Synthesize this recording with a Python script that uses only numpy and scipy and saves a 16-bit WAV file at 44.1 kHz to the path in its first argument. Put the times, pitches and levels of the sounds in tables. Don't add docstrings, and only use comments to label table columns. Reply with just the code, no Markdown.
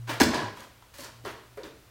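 import sys
import numpy as np
from scipy import signal
from scipy.fft import rfft, irfft
from scipy.io import wavfile

SR = 44100
rng = np.random.default_rng(int(sys.argv[2]) if len(sys.argv) > 2 else 0)


def persist_wave(psi):
    counts = np.round(np.clip(psi, -1, 1) * 32767).astype(np.int16)
    wavfile.write(sys.argv[1], SR, np.atleast_2d(counts).T)


N = 83790

# frequency in Hz, relative level in dB.
AIR_SPECTRUM = [(20, -16), (55, 0), (125, -5), (190, -15), (500, -14), (1000, -16), (2300, -19),
                (5000, -23), (10000, -27), (16000, -27.5)]
RASP_SPECTRUM = [(50, -23), (130, 0), (1000, 0.5), (1700, 0), (2200, -3), (5000, -8.5), (8000, -19),
                 (12000, -28.5), (16000, -32)]
WOOD_SPECTRUM = [(40, -37), (100, -14), (165, -16), (250, 1), (400, -3.5), (530, -7), (770, -7), (950, -7),
                 (1250, -13), (1640, -7.5), (2000, -10.5), (2900, -15.5), (4700, -12), (7500, -20.5),
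                 (11000, -28), (16000, -31)]
GRIT_SPECTRUM = [(60, -14.5), (150, -6.5), (300, -2.5), (660, -1), (830, -3), (1000, 1.5), (1200, -3),
                 (1600, -2), (2400, -8), (3500, -10.5), (6000, -17), (10000, -24.5), (16000, -26)]
# frequency in Hz, level in dB, waver in dB (twice the spread).
HUM_PARTIALS = [(59.5, -68.5, 5), (117.7, -61.5, 16.5)]
# frequency in Hz, time to fall 60 dB in seconds.
REVERB_TIMES = [(100, 0.68), (300, 0.59), (1000, 0.52), (3000, 0.58), (6000, 0.45), (10000, 0.38),
                (16000, 0.21)]
# start, rise and hold in seconds, level in dB, pitch in Hz.
BENCH_JUDDERS = [(.365, 0.011, 0.0059, -40.5, 135), (.405, 0.034, .02, -40, 105)]
# time in seconds, level in dB.
SLIDE_LEVELS = [(.29, -41), (.325, -39), (0.338, -26), (.365, -29), (0.399, -33), (0.451, -40), (.49, -45),
                (0.532, -70.5)]
# centre and width in Hz, relative level in dB.
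FRAME_RESONANCES = [(324, 120, 2.5), (424, 33, -0.5), (608, 27, 0.5), (790, 38, 6.5), (999, 100, 6.5),
                    (1650, 67, 3), (4700, 850, -30)]
# frequency in Hz, relative level in dB, time to fall 60 dB in seconds.
RING_MODES = [(102.3, -15.5, 0.63), (242, 0, 0.51), (336.4, 6.5, 0.39), (433.6, 0, 0.43), (607, 0.5, 0.28),
              (782, 8, 0.14), (950, -2, 0.34), (1657, -7, 0.31), (1657, 12, 0.073), (3423, -9, 0.5),
              (3922, -15, 0.26)]
# start in seconds, then level, bass and treble in dB.
WOOD_CONTACTS = [(0.2009, -15.5, -14, 6), (0.204, -8, 9, -10), (0.2086, -10.5, -8, 3),
                 (0.2141, -12, 26.5, 10), (0.2166, -7, 6.5, -1.5), (0.2322, -14.5, 1, 7),
                 (0.2375, -19, 1, 6), (.2690, -28, -4, -21)]
# start in seconds, level in dB, centre and width in Hz.
CRUMB_TICKS = [(.345, -25, 4430, 3000), (0.605, -42, 5450, 7940), (0.823, -48, 3170, 600),
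               (.824, -45.5, 1090, 496), (.984, -40, 8500, 11000), (1.006, -37.5, 6000, 5000),
               (1.012, -49, 5500, 3000), (1.045, -37, 5630, 3020), (1.250, -37.5, 4300, 1500),
               (1.259, -43.5, 9000, 5000), (1.3125, -48.5, 10900, 7000), (1.5725, -52, 10000, 6000),
               (1.6335, -35, 3650, 700), (1.633, -44, 6270, 900)]
# start in seconds, level in dB.
BOWL_RINGS = [(0.984, -50), (1.575, -61)]
# start in seconds, level in dB, decay in seconds, pitch in Hz, sag in Hz per second.
SPOON_PATS = [(.938, -52, 0.017, 104, 6), (.987, -43.5, 0.0091, 565, -2), (.990, -44.5, 0.02, 257.4, 0),
              (1.2515, -33.5, 0.0093, 609, 0), (1.253, -39, 0.019, 410.3, 2),
              (1.5722, -39.5, 0.04, 436, 704), (1.5722, -42.5, 0.041, 555, 698),
              (1.636, -44.5, 0.029, 296.5, 311)]
# start, rise, hold and release in seconds, then level, bass and treble in dB.
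SPOON_STROKES = [(0.069, 0.025, .025, 0.034, -32, -2.5, 1), (0.545, 0.026, 0.061, 0.024, -47, -3, 3.5),
                 (0.933, 0.0082, 0.044, 0.027, -50, -3, 17), (0.977, 0.02, 0.047, .015, -44.5, 11, 18.5),
                 (1.03, 0.016, 0.021, 0.019, -44.5, -0.5, 3), (1.236, 0.006, 0.012, 0.014, -49, 31, 17),
                 (1.249, 0.0012, 0.042, 0.037, -40.5, 1, -3.5), (1.630, .008, 0.024, 0.025, -46, 10.5, 5.5)]

EVENT_SIZE, ROOM_SIZE = 12288, 32768
BASS_HZ, TREBLE_HZ, TOP_HZ = 453, 3240, 16000
AIR_DB = -57.5
ROOM_DB, ROOM_BASS_DB, ROOM_GAP_S, ROOM_SHIFTS_PER_S = -4.5, -0.5, 0.0052, 45
EARLY_DB, EARLY_DECAY_S = -6, 0.0094
NULL_HZ, NULL_WIDTH_HZ, NULL_DEPTH = 172, 25, 0.27
SLIPS_PER_S, SLIP_SPREAD_DB, RASP_DB, JUDDER_RELEASE_S = 1100, 2.5, -4, 0.05
KNOCK_DECAY_S, RING_DB, RING_START_S = 0.0031, -28.5, 0.205
TICK_DECAY_S, SPOON_HZ, SPOON_WIDTH_HZ, SPOON_DECAY_S = 0.0025, 4520, 210, 0.038
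PAT_SLAP_DB, PAT_WAVER = -6.5, 0.08
GRAINS_PER_S, GRAIN_SPREAD_DB, STROKE_ROUGH_DB = 7000, 2.5, 1.5


def undb(db):
    return 10 ** (np.asarray(db) / 20)


def clock(size=EVENT_SIZE):
    return np.arange(size) / SR


def unit(x):
    return x / np.sqrt(np.mean(x ** 2))


def place(x, start):
    return np.concatenate([np.zeros(max(int(start * SR), 0)), x, np.zeros(N)])[:N]


def along(points, hz):
    frequencies, values = np.array(points, float).T
    return np.interp(np.log(hz + 1), np.log(frequencies), values)


def through(x, response):
    return signal.fftconvolve(x, response)[:len(x)]


def colour(x, points, bass_db=0, treble_db=0, size=4096):
    hz = np.arange(size // 2 + 1) * SR / size
    bass = bass_db / (1 + (hz / BASS_HZ) ** 2)
    treble = treble_db * hz ** 2 / (hz ** 2 + TREBLE_HZ ** 2)
    cepstrum = irfft(np.log(undb(along(points, hz) + bass + treble)))
    causal = 2 * cepstrum * (np.arange(size) < size // 2)
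    response = irfft(np.exp(rfft(causal)))
    return through(x, response / np.linalg.norm(response))


def resonate(x, hz, width):
    quality = hz / min(width, SR / np.pi)
    return signal.lfilter(*signal.iirpeak(hz, quality, fs=SR), x + 1e-18)


def walk(rate, size=EVENT_SIZE):
    return unit(np.interp(clock(size) * rate, np.arange(1024), rng.standard_normal(1024)))


def swell(rise, hold, release, size=EVENT_SIZE):
    t = clock(size)
    attack = np.clip(t / max(rise, 1 / SR), 0, 1)
    return attack * np.exp(-np.maximum(t - rise - hold, 0) / release)


def tone(hz):
    return np.sqrt(2) * np.sin(2 * np.pi * np.cumsum(hz) / SR)


def hiss(hz, width):
    return unit(resonate(resonate(rng.standard_normal(EVENT_SIZE), hz, width), hz, 2 * width))


def grains(rate, spread_db, size=EVENT_SIZE):
    hits = rng.random(size) < rate / SR
    polarity = np.sign(rng.random(size) - .5)
    strength = undb(spread_db * np.minimum(rng.exponential(size=size), 5))
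    return unit(hits * polarity * strength)


def background():
    hum = 0
    for hz, db, waver_db in HUM_PARTIALS:
        hum += undb(db + waver_db * walk(6.53, size=N) / 2) * tone(np.full(N, hz))
    return hum + undb(AIR_DB) * colour(rng.standard_normal(N), AIR_SPECTRUM)


def reflections(size=ROOM_SIZE):
    t, hz = clock(size), np.arange(size // 2 + 1) * SR / size
    spectrum = rfft(rng.standard_normal(size)) * undb(ROOM_BASS_DB / (1 + (hz / BASS_HZ) ** 2))
    tail = 0
    for centre, t60 in REVERB_TIMES:
        band = along([(f, f == centre) for f, _ in REVERB_TIMES], hz)
        tail += irfft(spectrum * band) * np.exp(-np.log(1000) * t / t60)
    tail *= np.clip(t / ROOM_GAP_S - 1, 0, 1)
    early = grains(rate=2500, spread_db=3.0, size=size) * swell(0.0023, 0, EARLY_DECAY_S, size)
    return undb(ROOM_DB) * tail / np.linalg.norm(tail) + undb(EARLY_DB) * early / np.linalg.norm(early)


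def room(direct, paths=2):
    angle = np.pi * ROOM_SHIFTS_PER_S * clock(N)
    wet = sum(through(direct * np.cos(angle + np.pi * k / paths), reflections()) for k in range(paths))
    heard = (direct + wet) / np.sqrt(1 + undb(ROOM_DB) ** 2 + undb(EARLY_DB) ** 2)
    return heard - NULL_DEPTH * resonate(heard, NULL_HZ, NULL_WIDTH_HZ)


def judder():
    out = 0
    for start, rise, hold, db, hz in BENCH_JUDDERS:
        shudder = tone(hz * (1 + .04 * walk(40)))
        out += place(undb(db) * shudder * swell(rise, hold, JUDDER_RELEASE_S), start)
    return out


def slide():
    body = 0
    for hz, width, db in FRAME_RESONANCES:
        slips = grains(SLIPS_PER_S, SLIP_SPREAD_DB)
        body += undb(db) * resonate(resonate(slips, hz, width), hz, 4 * width)
    rasp = undb(RASP_DB) * colour(grains(GRAINS_PER_S, GRAIN_SPREAD_DB), RASP_SPECTRUM)
    times, levels = np.array(SLIDE_LEVELS).T
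    envelope = undb(np.interp(clock() + times[0], times, levels, right=-np.inf))
    return place((unit(body) + rasp) * envelope, times[0])


def wood_ring():
    t = clock(ROOM_SIZE)
    modes = 0
    for hz, db, t60 in RING_MODES:
        envelope = swell(0.0022, 0, t60 / np.log(1000), ROOM_SIZE)
        modes += undb(db) * np.sin(2 * np.pi * (hz * t + rng.random())) * envelope
    return place(undb(RING_DB) * modes, RING_START_S)


def knocks():
    out = 0
    for start, db, bass_db, treble_db in WOOD_CONTACTS:
        impact = undb(db) * rng.standard_normal(EVENT_SIZE) * swell(0, 0, KNOCK_DECAY_S)
        out += place(colour(impact, WOOD_SPECTRUM, bass_db, treble_db), start)
    return out


def ticks():
    out = 0
    for start, db, hz, width in CRUMB_TICKS:
        out += place(undb(db) * hiss(hz, width) * swell(0, 0, TICK_DECAY_S), start)
    for start, db in BOWL_RINGS:
        out += place(undb(db) * hiss(SPOON_HZ, SPOON_WIDTH_HZ) * swell(0, 0, SPOON_DECAY_S), start)
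    return out


def pats():
    out = 0
    for start, db, decay, hz, sag in SPOON_PATS:
        pitch = hz - sag * np.minimum(clock(), 4 * decay)
        thud = tone(pitch * (1 + PAT_WAVER * walk(300)))
        slap = colour(grains(GRAINS_PER_S, GRAIN_SPREAD_DB), GRIT_SPECTRUM, treble_db=-8.5)
        out += place(undb(db) * (thud + undb(PAT_SLAP_DB) * slap) * swell(0.0018, 0, decay), start)
    return out


def strokes():
    out = 0
    for start, rise, hold, release, db, bass_db, treble_db in SPOON_STROKES:
        crunch = grains(GRAINS_PER_S, GRAIN_SPREAD_DB) * undb(db + STROKE_ROUGH_DB * walk(100))
        stroke = crunch * swell(rise, hold, release)
        out += place(colour(stroke, GRIT_SPECTRUM, bass_db, treble_db), start)
    return out


def scene():
    contacts = strokes() + knocks() + slide() + pats() + ticks()
    return (room(contacts) + wood_ring() + judder() + background())[None]


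def record(dry):
    return signal.sosfilt(signal.ellip(10, .2, 80, TOP_HZ, fs=SR, output="sos"), dry)


dry = scene()
out = record(dry)
persist_wave(out)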